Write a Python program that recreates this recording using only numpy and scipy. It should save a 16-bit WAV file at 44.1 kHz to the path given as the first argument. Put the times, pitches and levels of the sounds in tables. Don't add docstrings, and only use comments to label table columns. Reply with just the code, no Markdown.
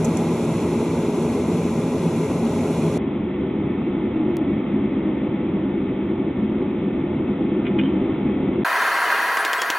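import sys
import numpy as np
from scipy import signal
from scipy.fft import rfft, irfft, next_fast_len
from scipy.io import wavfile
from scipy.ndimage import uniform_filter1d

SR = 44100
rng = np.random.default_rng(int(sys.argv[2]) if len(sys.argv) > 2 else 0)


def unload_wav(signal):
    wavfile.write(
        sys.argv[1],
        SR,
        np.round(np.clip(np.atleast_2d(signal).T, -1, 1) * 32767).astype(np.int16),
    )


N = 431298
TIME = np.arange(N) / SR
HZ = np.fft.rfftfreq(next_fast_len(N, real=True), 1 / SR) + 1e-3

# (start [s], end [s])
FRONT_PART, ANVIL_PART, FAST_PART = (0, 2.979), (2.982, 8.637), (8.647, 9.8)
FAST_MOTION = 5

# (natural-speed frequency [Hz], level [dB])
FRONT_COLOUR = [(22, -20), (45, -19), (80, -1.2), (200, -3), (400, -4.5), (700, -11), (1050, -11.5),
                (1600, -21), (2300, -17.5), (4000, -28), (7000, -28), (10500, -31.5), (13000, -47.5),
                (14200, -56), (15200, -72)]
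ANVIL_COLOUR = [(22, -35.5), (40, -23.5), (75, -14), (140, -9.5), (200, 0.5), (360, -4), (460, -19.5),
                (750, -28), (1300, -31.5), (1650, -42), (2200, -29), (2800, -38.5), (3500, -40),
                (3750, -49)]
FAST_COLOUR = [(14, -64), (30, -31.5), (50, -20.5), (80, -14), (140, -7.5), (200, 0), (340, -2.5),
               (405, -6.5), (460, -16.5), (750, -27), (1300, -31), (1650, -36), (2200, -20), (2700, -24.5),
               (3130, -25.5)]
# (natural-speed frequency [Hz], width [Hz], height [dB])
FRONT_PEAKS = [(104, 16.6, 3), (140, 12, 5.5), (149.5, 9, -3.5), (161.5, 14, 5.5), (172.7, 31.7, 14),
               (196, 10, -6.5), (219, 8.5, 3), (230.3, 21, 11.5), (265.7, 59, 11), (296.4, 7.8, -7),
               (305, 8.9, 5), (327, 8, 5.5), (534, 14, 2.5), (352.2, 35.6, 11), (421.6, 45, 10),
               (512, 29, -7.5), (525, 133, 8.5), (642, 52, 4.5), (846, 79, 4.5), (1000, 74, 3.5),
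               (1156, 17, -10), (1777, 120, -11.5), (3085, 130, -10.5), (4870, 450, -13),
               (9010, 850, -25.5)]
ANVIL_PEAKS = [(57, 12, -2.5), (114, 22, -4), (137, 6.4, 3), (148, 7.4, -2.5), (161, 7.5, 3.5),
               (172.8, 15.7, -14), (198.7, 6, 2.5), (207.2, 5, -4.5), (214.7, 4.7, 2), (237.5, 17, -10.5),
               (301.3, 13.8, -7), (313.3, 9, 4.5), (342, 6.5, 1.5), (358.2, 11, -4.5), (367, 7, 3),
               (376, 6, -3.5), (383, 9, 3.5), (401, 7, -2.5), (427, 8, 5), (548, 16, 2.5), (443, 18, -6.5),
               (496, 25, 6), (571, 12, -4.5), (633, 110, 3.5), (684, 24, -14), (698.3, 18, 10),
               (757, 7.4, -7), (845.5, 11, 8.5), (883, 110, 3), (1040, 21, -6), (1090, 14, 4),
               (1210, 16, 3), (1300, 15, 3), (1471, 35, 5), (1606, 26, 3.5), (1795, 49, 8.5),
               (2400, 197, -6), (2550, 9.1, 8), (2920, 220, -5), (3150, 47, 1.5)]
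# (natural-speed frequency [Hz], side minus mid [dB])
FRONT_SIDE = [(60, -62), (200, -37), (400, -16.5), (700, -13.5), (1000, -18), (1400, -38), (2300, -28),
              (3200, 3), (6500, -1.5), (7500, 4), (9400, 26), (11000, 2), (14000, -12)]
ANVIL_SIDE = [(60, -46), (200, -32.5), (380, -20), (470, -12.5), (700, -9.5), (1300, -13.5), (1600, -18.5),
              (2200, -10), (2700, -4), (3600, -5.5)]
FAST_SIDE = [(60, -27), (140, -59), (260, -51), (320, -33), (450, -8.5), (900, -1), (1200, -14),
             (1900, -50), (2200, -2), (3000, 2)]
# (natural-speed frequency [Hz], share [-1 to 1])
FRONT_LEAD = [(130, 0), (400, -0.44), (1500, -0.23), (2700, 0.196), (3400, 0.61), (4600, .7),
              (5200, -0.774), (7000, 0.74), (8500, 0.58), (10000, -1), (12500, 0)]
ANVIL_LEAD = [(110, 0), (260, -.55), (900, -.4), (1300, -.1), (1800, .62), (3700, .55)]
FAST_LEAD = [(280, 0), (480, -.4), (600, 0), (1900, 0), (2200, .35)]
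# (flame [dB], gas jet [dB], drift [dB per s])
FRONT_LEVEL = (-20, -41, 0.077)
ANVIL_LEVEL = (-21, -43, 0.017)
FAST_LEVEL = (-21.5, -42.5, -2.1)
FLUTTER_PER_S, FLUTTER_DB = 6.4, 0.36
WANDER_PER_S, WANDER_DB = 0.41, 0.95
JET_FLICKER_PER_S, JET_FLICKER_DB = 15, 0.34
RIPPLE_DB, FAST_RIPPLE_DB = 1.7, 2.8

# (time [s], level [dB])
BLOWS = [(9.3710, -24), (9.4501, -19), (9.532, -20), (9.618, -18), (9.7020, -16.5)]
# (frequency [Hz], level [dB])
BLOW_COLOUR = [(60, -28), (170, -11), (330, 5.5), (700, 3), (1400, -0.5), (2800, 4), (4500, -5),
               (6200, -6.5), (7100, -5), (9000, -14), (15500, -17)]

# (time [s], contact [dB], ring of the tongs [dB], ring of the anvil [dB], tilt of the ring [dB per octave])
TONG_TOUCHES = [(7.6525, -40, -41, -65, -7), (7.6671, -27.5, -39, -54.5, -5), (7.6773, -38, -52, -64, -5.5),
                (7.7878, -26.5, -33, -46.5, 2), (7.796, -32, -49, -62, -1), (7.8123, -33, -52, -56, 0),
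                (7.835, -38, -57.5, -47, 0.5), (7.8575, -36, -56, -55, 2)]
TILT_PIVOT_HZ = 2500
# (frequency [Hz], level [dB])
CONTACT_COLOUR = [(500, -31), (1300, 0.5), (2200, 2), (3000, 5.5), (3500, 0), (3800, -12), (4200, -17)]
# (frequency [Hz], level [dB], time to fall 60 dB [s])
TONG_MODES = [(1440, -6, .06), (1610, -7, .1), (2090, -3.5, .08), (2270, 0.5, 0.085), (2500, 4.5, 0.09),
              (2940, -2, .11), (3040, 0, .035), (3170, -0.5, .05), (3370, -7, .06), (3480, -2, 0.032)]
ANVIL_MODES = [(2935, -10, .4), (3015, -13, .35), (3150, -1.5, .45), (3210, -8, .35), (3630, -13.5, .25)]
RING_SHIMMER_PER_S, RING_SHIMMER_DB = 45, 2.5

# (time [s], level [dB], time to fall 60 dB [s])
CRACKLES = [(0.046, -31.5, 0.029), (0.0502, -35, 0.025), (0.1712, -27.5, 0.008)]
# (frequency [Hz], level [dB])
CRACKLE_COLOUR = [(4000, -25), (5200, -15), (6000, -1.5), (7000, 0.5), (8200, -5.5), (9200, -19),
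                  (10500, -9.5), (12500, -19), (14500, -34)]

# (middle time [s], frequency [Hz], level [dB])
WHISTLES = [(8.672, 12720, -46.5), (8.785, 5990, -44), (8.856, 9905, -47), (8.861, 11970, -49),
            (8.885, 10400, -47), (8.911, 8040, -50), (9.035, 7150, -50), (9.07, 2960, -35.5),
            (9.125, 11940, -46), (9.235, 11890, -47), (9.25, 10335, -47), (9.255, 4230, -44),
            (9.352, 11890, -45), (9.408, 10310, -40), (9.577, 7970, -47.5), (9.607, 3300, -34)]
WHISTLE_S = 0.048
# (frequency [Hz], level [dB])
GLIMMERS = [(5980, -60), (8020, -59), (9030, -64), (10330, -60), (10800, -58), (11060, -61), (11890, -59),
            (12010, -61), (13500, -66)]
GLIMMER_PER_S, GLIMMER_WIDTH_HZ = 10, 46
GLIMMER_DB, GLIMMER_DB_PER_S = 3, -4
FLECK_COUNT, FLECK_RANGE_HZ, FLECK_S = 260, (2500, 15500), 0.04

TICK_S, TICK_DB = 4.369, -12
DULL_HZ, TOP_HZ = 3900, 15850


def undb(db):
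    return 10 ** (np.asarray(db) / 20)


def rms(x):
    return np.sqrt(np.mean(x ** 2))


def colour(points, hz):
    point_hz, point_db = np.transpose(points)
    return undb(np.interp(np.log(hz), np.log(point_hz), point_db))


def shape(x, gain):
    size = next_fast_len(N, real=True)
    return irfft(rfft(x, size) * gain, size)[..., :N]


def noise(gain):
    return shape(rng.standard_normal(N), gain / rms(gain))


def walk(rate):
    return noise(np.exp(-(HZ / rate) ** 2))


def smooth(x, seconds):
    size = int(seconds * SR)
    return uniform_filter1d(uniform_filter1d(x, size), size)


def decay(start, t60):
    out = np.zeros(N)
    first = int(start * SR)
    age = TIME[:min(SR // 2, N - first)]
    out[first:first + len(age)] = np.exp(-np.log(1000) * np.minimum(age / t60, 10))
    return out


def click(start):
    out = np.zeros(N)
    out[int(start * SR)] = 1
    return out


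def burst(envelope, gain):
    return shape(envelope * rng.standard_normal(N), gain / rms(gain))


def stereo(mid, side):
    return np.array([mid + side, mid - side])


def low_pass(x, hz):
    return signal.sosfilt(signal.ellip(10, .2, 90, hz, fs=SR, output="sos"), x)


def cut(part):
    inside = (TIME >= part[0]) & (TIME < part[1])
    return smooth(inside * 1., .001)


def ripple(hz, spacing_hz, depth_db):
    knots = np.arange(0, SR / 2, spacing_hz)
    db = depth_db * np.interp(hz, knots, rng.standard_normal(len(knots)))
    return undb(db * hz ** 2 / (hz ** 2 + 450 ** 2))


def burner(part, levels, broad, peaks, diffuse, lead, speed, ripple_db, side_db):
    hz = HZ / speed
    peak_db = sum(db / (1 + (2 * (hz - f) / width) ** 2) for f, width, db in peaks)
    gain = colour(broad, hz) * undb(peak_db)
    gain = gain * ripple(hz, spacing_hz=10, depth_db=ripple_db)
    gain = gain * hz ** 2 / (hz ** 2 + 14 ** 2)
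    flame_share = 1 / (1 + (hz / 1400) ** 8)
    flame_gain = gain * np.sqrt(flame_share)
    jet_gain = gain * np.sqrt(1 - flame_share)

    flame_db, jet_db, drift_db_per_s = levels
    drift_db = drift_db_per_s * (np.clip(TIME, *part) - np.mean(part))
    flow_db = drift_db + WANDER_DB * walk(WANDER_PER_S * speed)
    flame = undb(flame_db + flow_db + FLUTTER_DB * walk(FLUTTER_PER_S * speed))
    jet = undb(jet_db + flow_db + JET_FLICKER_DB * walk(JET_FLICKER_PER_S * speed))
    direct = noise(flame_gain) * flame + noise(jet_gain) * jet

    scattered = noise(flame_gain) * flame + noise(jet_gain) * jet
    lead_hz, lead_share = np.transpose(lead)
    share = np.clip(np.interp(hz, lead_hz, lead_share), -1, 1)
    side_gain = colour(diffuse, hz) * undb(side_db)
    early = shape(direct, 1j * share * side_gain)
    spread = shape(scattered, np.sqrt(1 - share ** 2) * side_gain)
    return stereo(direct, early + spread)


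def hammer(snap_db, crack_t60, bounce_s, bounce_db, room_t60, room_db):
    snap, crack, echo = np.zeros((3, N))
    for start, db in BLOWS:
        bounce = start + bounce_s
        snap += undb(db + snap_db) * (click(start) + undb(bounce_db) * click(bounce))
        crack += undb(db) * (decay(start, crack_t60) + undb(bounce_db) * decay(bounce, crack_t60))
        echo += undb(db + room_db) * decay(start, room_t60)
    gain = colour(BLOW_COLOUR, HZ)
    return shape(snap, gain / rms(gain)) + burst(crack + echo, gain)


def ring(modes, touches, speed):
    out = np.zeros((2, N))
    phases = rng.uniform(0, 2 * np.pi, (len(modes), 2))
    for (hz, db, t60), phase in zip(modes, phases):
        octaves = np.log2(hz / TILT_PIVOT_HZ)
        envelope = sum(undb(db + touch_db + tilt * octaves) * decay(start, t60 / speed)
                       for start, touch_db, tilt in touches)
        on = envelope > 0
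        out[:, on] += envelope[on] * np.sin(2 * np.pi * hz * speed * TIME[on] + phase[:, None])
    return out


def hammer_ring(tongs_db, anvil_db, tilt_db, side_db):
    tong_blows = [(start, db + tongs_db, tilt_db) for start, db in BLOWS]
    anvil_blows = [(start, db + anvil_db, tilt_db) for start, db in BLOWS]
    mid, side = ring(TONG_MODES, tong_blows, FAST_MOTION) + ring(ANVIL_MODES, anvil_blows, FAST_MOTION)
    return stereo(mid, undb(side_db) * side)


def tongs(snap_db, contact_t60, room_t60, room_db, side_db):
    starts, contact_db, tongs_db, anvil_db, tilts = np.transpose(TONG_TOUCHES)
    tong_ring = ring(TONG_MODES, list(zip(starts, tongs_db, tilts)), speed=0.98)
    anvil_ring = ring(ANVIL_MODES, list(zip(starts, anvil_db, tilts)), speed=0.99)
    shimmer = undb(RING_SHIMMER_DB * walk(RING_SHIMMER_PER_S))
    steel_mid, steel_side = (tong_ring + anvil_ring) * shimmer

    contact, snap = np.zeros((2, N))
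    for start, db in zip(starts, contact_db):
        contact += undb(db) * (decay(start, contact_t60) + undb(room_db) * decay(start, room_t60))
        snap += undb(db + snap_db) * click(start)
    gain = colour(CONTACT_COLOUR, HZ)
    mid = steel_mid + shape(snap, gain / rms(gain)) + burst(contact, gain)
    side = steel_side + burst(contact, gain)
    return stereo(mid, undb(side_db) * side)


def crackles(side_db, room_db, room_t60):
    spits = np.zeros(N)
    for start, db, t60 in CRACKLES:
        spits += undb(db) * (decay(start, t60) + undb(room_db) * decay(start, room_t60))
    gain = colour(CRACKLE_COLOUR, HZ)
    return stereo(burst(spits, gain), undb(side_db) * burst(spits, gain))


def whistles(waver_hz):
    waver = 2 * np.pi * np.cumsum(waver_hz * walk(151)) / SR
    out = np.zeros(N)
    for middle, hz, db in WHISTLES:
        on = np.abs(TIME - middle) < WHISTLE_S / 2
        swell = np.cos(np.pi * (TIME[on] - middle) / WHISTLE_S)
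        tone = np.sqrt(2) * np.sin(2 * np.pi * hz * TIME[on] + waver[on])
        out[on] += undb(db) * swell * tone
    fade_db = GLIMMER_DB_PER_S * (np.clip(TIME, *FAST_PART) - np.mean(FAST_PART))
    for hz, db in GLIMMERS:
        level = undb(db + fade_db + GLIMMER_DB * walk(GLIMMER_PER_S))
        out += level * noise(1 / (1 + (2 * (HZ - hz) / GLIMMER_WIDTH_HZ) ** 4))
    return out


def flecks(level_db, tilt_db, spread_db):
    out = np.zeros(N)
    lowest, highest = FLECK_RANGE_HZ
    for when, pitch, size, phase in rng.uniform(0, 1, (FLECK_COUNT, 4)):
        middle = FAST_PART[0] + when * (FAST_PART[1] - FAST_PART[0])
        hz = lowest + pitch * (highest - lowest)
        on = slice(int((middle - FLECK_S / 2) * SR), int((middle + FLECK_S / 2) * SR))
        db = level_db + tilt_db * np.log2(hz / lowest) + spread_db * np.log2(1 - size / 2)
        swell = np.cos(np.pi * (TIME[on] - middle) / FLECK_S)
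        out[on] += undb(db) * swell * np.sin(2 * np.pi * (hz * TIME[on] + phase))
    return out


def tick():
    return shape(undb(TICK_DB) * click(TICK_S), 1 / (1 + 1j * HZ / 7000))


def scene():
    front = burner(FRONT_PART, FRONT_LEVEL, FRONT_COLOUR, FRONT_PEAKS, FRONT_SIDE, FRONT_LEAD,
                   speed=0.99, ripple_db=RIPPLE_DB, side_db=-5.0)
    front = front + crackles(side_db=-2.0, room_db=-17, room_t60=0.12)

    anvil = burner(ANVIL_PART, ANVIL_LEVEL, ANVIL_COLOUR, ANVIL_PEAKS, ANVIL_SIDE, ANVIL_LEAD,
                   speed=1, ripple_db=RIPPLE_DB, side_db=1)
    anvil = anvil + tongs(snap_db=12.5, contact_t60=0.0079, room_t60=0.14, room_db=-18, side_db=-10.5)
    anvil = low_pass(anvil, DULL_HZ) + tick()

    fast = burner(FAST_PART, FAST_LEVEL, FAST_COLOUR, ANVIL_PEAKS, FAST_SIDE, FAST_LEAD,
                  speed=FAST_MOTION, ripple_db=FAST_RIPPLE_DB, side_db=-3.5)
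    fast = fast + hammer(snap_db=13, crack_t60=0.0084, bounce_s=0.0049, bounce_db=-11,
                         room_t60=0.084, room_db=-7.0)
    fast = fast + hammer_ring(tongs_db=-22, anvil_db=-20, tilt_db=-7, side_db=-8)
    fast = fast + flecks(level_db=-39, tilt_db=-5, spread_db=11)
    fast = fast + whistles(waver_hz=29.8)
    return front * cut(FRONT_PART) + anvil * cut(ANVIL_PART) + fast * cut(FAST_PART)


def record(dry):
    ports = undb([[.13], [-.13]])
    return low_pass(dry * ports, TOP_HZ)


dry = scene()
out = record(dry)
unload_wav(out)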